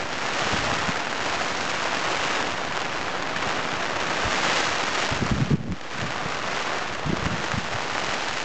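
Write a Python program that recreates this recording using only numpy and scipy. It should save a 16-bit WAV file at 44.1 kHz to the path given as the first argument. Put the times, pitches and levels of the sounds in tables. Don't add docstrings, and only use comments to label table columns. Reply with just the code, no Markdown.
import sys
import numpy as np
from scipy import signal
from scipy.fft import rfft, irfft, next_fast_len
from scipy.io import wavfile
from scipy.ndimage import uniform_filter1d, minimum_filter1d

SR = 44100
rng = np.random.default_rng(int(sys.argv[2]) if len(sys.argv) > 2 else 0)


def pcm_store(signal):
    levels = np.round(np.clip(np.atleast_2d(signal), -1, 1) * 32767)
    wavfile.write(sys.argv[1], SR, levels.astype(np.int16).T)


N = 372204

# f/Hz, level/dB
WASH_SPECTRUM = [(30, -10), (70, -17), (150, -5), (300, -3.5), (500, -1), (750, -2), (1400, 2.5),
                 (2200, -1.5), (3000, -5), (4200, -8), (7000, -16), (9000, -20.5)]
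# f/Hz, level/dB
WIND_SPECTRUM = [(20, -23.5), (40, -11), (70, -4.5), (140, -2), (230, -5), (350, -16), (600, -19),
                 (1500, -57.5), (6000, -94.5)]
# peak t/s, half length/s, level/dB
WIND_GUSTS = [(0.703, 0.21, -34), (3.415, 0.11, -38), (5.41, 0.34, -31.5), (5.671, 0.13, -16),
              (6.044, 0.077, -35), (7.206, 0.35, -38.5)]
# peak t/s, level/dB, half length/s
EDDIES = [(0.54, -23.5, 0.026), (0.893, -21, 0.021), (4.264, -26.5, 0.04), (5.125, -23.5, 0.025),
          (5.227, -17, 0.015), (5.321, -15, 0.027), (5.341, -21, .028), (5.406, -20, 0.024),
          (5.426, -14, 0.026), (5.515, -9.5, 0.019), (5.543, -3, 0.03), (5.72, -15, 0.041),
          (6.263, -24.5, 0.013), (7.071, -24, 0.039), (7.1, -19, 0.018), (7.133, -18, 0.014),
          (7.265, -21, 0.024), (7.328, -27, 0.04), (7.544, -24, 0.023), (7.581, -21.5, 0.024),
          (7.754, -30, 0.032)]
# t/s, level/dB
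RAIN_LEVEL = [(0.0, -28.5), (0.08, -30.5), (0.48, -24.5), (1.16, -28.5), (1.32, -26), (1.8, -27),
              (2.32, -24), (2.6, -28.5), (3.28, -28), (3.48, -24.5), (3.64, -26.5), (3.92, -27),
              (4.52, -22.5), (4.84, -27.5), (5.04, -25.5), (5.2, -29.5), (6.4, -30), (6.6, -26.5),
              (7.0, -31), (7.52, -28), (7.64, -30.5), (8.16, -28.5), (8.44, -29.5)]
# t/s, level/dB
RAIN_TREBLE = [(0, -0.5), (.55, .5), (1.1, -2), (1.55, 0.5), (2.9, -3.5), (3.55, -5), (4.8, 1.5),
               (7.1, -2.5), (8.1, 2.5)]
# t/s, peak level/dB
FAT_DROP_HITS = [(0.187, -11), (0.889, -5), (1.128, -9.5), (1.326, -11.5), (2.769, -7.5), (2.776, -7),
                 (2.818, -8), (3.225, -9.5), (5.722, -3.5), (5.812, -10.5), (7.171, -10), (7.257, -11),
                 (7.518, -7), (7.981, -4.5), (8.137, -12)]
# f/Hz, level/dB
COVER_RESPONSE = [(100, 1.5), (300, 5.5), (450, 2.5), (700, 3.5), (1000, 0.5), (1400, -0.5), (2100, -1),
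                  (2800, 0), (4000, -1), (5500, 0.5), (7000, 1.5)]


def from_db(db):
    return 10 ** (np.asarray(db) / 20)


def unit_rms(x):
    return x / np.sqrt(np.mean(x ** 2) + 1e-20)


def running_power(x):
    return np.maximum(uniform_filter1d(x * x, SR // 100), 1e-12)


def curve(points):
    return np.interp(np.arange(N) / SR, *np.transpose(points))


def hump(t, half_s, power):
    return np.abs(np.cos(np.pi / 2 * np.clip(t / half_s, -1, 1))) ** power


def coloured(x, spectrum):
    hz, db = np.transpose(spectrum)
    size = next_fast_len(N + SR // 10)
    bins_hz = np.maximum(np.fft.rfftfreq(size, 1 / SR), 1)
    gain = from_db(np.interp(np.log(bins_hz), np.log(hz), db))
    return irfft(rfft(x, size) * gain, size)[:N]


def low_pass(x, hz, order=1):
    return signal.sosfilt(signal.butter(order, min(hz, SR / 2 - 1000), fs=SR, output="sos"), x)


def resonance(x, hz, width_hz):
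    r = np.exp(-np.pi * width_hz / SR)
    feedback = [1, -2 * r * np.cos(2 * np.pi * hz / SR), r * r]
    return signal.lfilter(np.array([1, 0, -1]) * (1 - r * r) / 2, feedback, x + 1e-18)


def drift(rate_hz):
    slow = low_pass(rng.standard_normal(N // 100 + 1000), rate_hz * 100, order=2)[999:]
    return np.interp(np.arange(N) / 100, np.arange(len(slow)), unit_rms(slow))


def pond_wash(level_db, swell_ratio=0.58):
    wash_db = level_db.mean() + swell_ratio * (level_db - level_db.mean())
    return from_db(wash_db) * unit_rms(coloured(rng.standard_normal(N), WASH_SPECTRUM))


def turbulence(gain_db=1.0, breeze_db=-45, lump_db=6):
    t = np.arange(N) / SR
    gusts = sum(from_db(db) * hump(t - at_s, half_s, power=1.8) for at_s, half_s, db in WIND_GUSTS)
    lumps = from_db(lump_db * np.tanh(drift(rate_hz=28)))
    rumble = unit_rms(coloured(rng.standard_normal(N), WIND_SPECTRUM) * lumps)
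    return from_db(gain_db) * (from_db(breeze_db) + gusts) * rumble


def buffets(ref_hz=134.7, ref_half_s=0.021, ref_db=-15, octaves_per_db=0.02):
    out = np.zeros(N + SR)
    t = np.arange(-SR // 10, SR // 10) / SR
    for at_s, db, half_s in EDDIES:
        hz = ref_hz * (ref_half_s / half_s) ** 0.37 * 2 ** (octaves_per_db * (db - ref_db))
        eddy = resonance(rng.standard_normal(len(t)), hz, width_hz=0.42 * hz)
        eddy = low_pass(eddy, 2.9 * hz, order=4)
        thump = hump(t, half_s, power=4) * eddy / np.sqrt(running_power(eddy))
        out[round((at_s + t[0]) * SR):][:len(t)] += from_db(db) * thump
    return out[:N]


def splash(droplet_db, decay_s, droplets=5):
    hits = np.zeros(SR // 50)
    hits[0] = 1
    delays_s = np.minimum(rng.exponential(decay_s, droplets), (len(hits) - 1) / SR)
    strengths = from_db(droplet_db) * np.exp(-delays_s / (2 * decay_s))
    np.add.at(hits, (delays_s * SR).astype(int), strengths * rng.choice([-1, 1], droplets))
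    return hits


def fabric_tap(hits, tuning, sharpness, base_hz=910, contact_hz=5540, ring_db=-6.0):
    dent = resonance(hits, base_hz * tuning, width_hz=1650 * tuning)
    ring = from_db(ring_db) * resonance(hits, base_hz * tuning * 1.73, width_hz=600 * tuning)
    return -low_pass(dent + ring, contact_hz * sharpness)


def patter(level_db, drops_per_s=2000, size_spread_db=5.5, flurry_db=1.4, patches=32,
           tuning_octaves=0.73, contact_octaves=0.84):
    density = from_db(level_db - level_db.mean() + flurry_db * drift(rate_hz=20))
    onsets = np.flatnonzero(rng.random(N) < drops_per_s * density / SR)
    sizes = from_db(size_spread_db * np.minimum(rng.standard_normal(N), 2.31))[onsets]
    patch = rng.integers(0, patches, N)[onsets]
    out = np.zeros(N)
    for k, tuning in enumerate(2 ** (tuning_octaves * np.linspace(-1, 1, patches))):
        sharpness = 2 ** (contact_octaves * (-1) ** k)
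        tap = fabric_tap(splash(droplet_db=-10.0, decay_s=0.0012), tuning, sharpness)
        hits = np.zeros(N)
        hits[onsets] = sizes * (patch == k)
        out += signal.oaconvolve(hits, tap)[:N] / np.sqrt(tuning)
    return from_db(level_db) * unit_rms(out / from_db(level_db / 2))


def fat_drops(gain_db=-2.0, spread_octaves=0.15):
    out = np.zeros(N + SR)
    scatter = 2 ** (spread_octaves * rng.standard_normal((len(FAT_DROP_HITS), 2)))
    for (at_s, db), (tuning, sharpness) in zip(FAT_DROP_HITS, scatter):
        tap = fabric_tap(splash(droplet_db=-6.0, decay_s=0.0009), 0.91 * tuning, 1.3 * sharpness)
        out[round(at_s * SR):][:len(tap)] += from_db(db + gain_db) * tap / np.abs(tap).max()
    return out[:N]


def rain(patter_db=-1.65, wash_db=-4.5, crossover_hz=2600, treble_db_per_db=0.48):
    level_db = curve(RAIN_LEVEL)
    treble_db = curve(RAIN_TREBLE) + treble_db_per_db * (level_db - level_db.mean())
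    drops = from_db(patter_db) * patter(level_db) + from_db(wash_db) * pond_wash(level_db)
    body = low_pass(drops, crossover_hz)
    treble = (drops - body) * from_db(treble_db)
    return coloured(body + treble + fat_drops(), COVER_RESPONSE)


def scene():
    return (rain() + turbulence() + buffets())[None]


def gain_control(x, threshold_db=-17.5, hold_s=0.098, release_db_per_s=44, smoothing_hz=30):
    over_db = np.maximum(10 * np.log10(running_power(x)) - threshold_db, 0)
    half_hold = int(hold_s * SR / 2)
    held_db = -minimum_filter1d(-over_db, 2 * half_hold + 1, origin=half_hold)
    ramp_db = release_db_per_s * np.arange(N) / SR
    cut_db = np.maximum.accumulate(held_db + ramp_db) - ramp_db
    return x * from_db(-low_pass(cut_db, smoothing_hz))


def record(dry, ceiling=0.6, rolloff_hz=7700, cutoff_hz=9044, dc_offset=0.017):
    clipped = ceiling * np.tanh(gain_control(dry[0]) / ceiling)
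    gentle = signal.firwin(57, rolloff_hz, window=("kaiser", 8), fs=SR)
    steep = signal.firwin(601, cutoff_hz, window=("kaiser", 8), fs=SR)
    return signal.fftconvolve(clipped, np.convolve(gentle, steep), "same")[None] + dc_offset


dry = scene()
out = record(dry)
pcm_store(out)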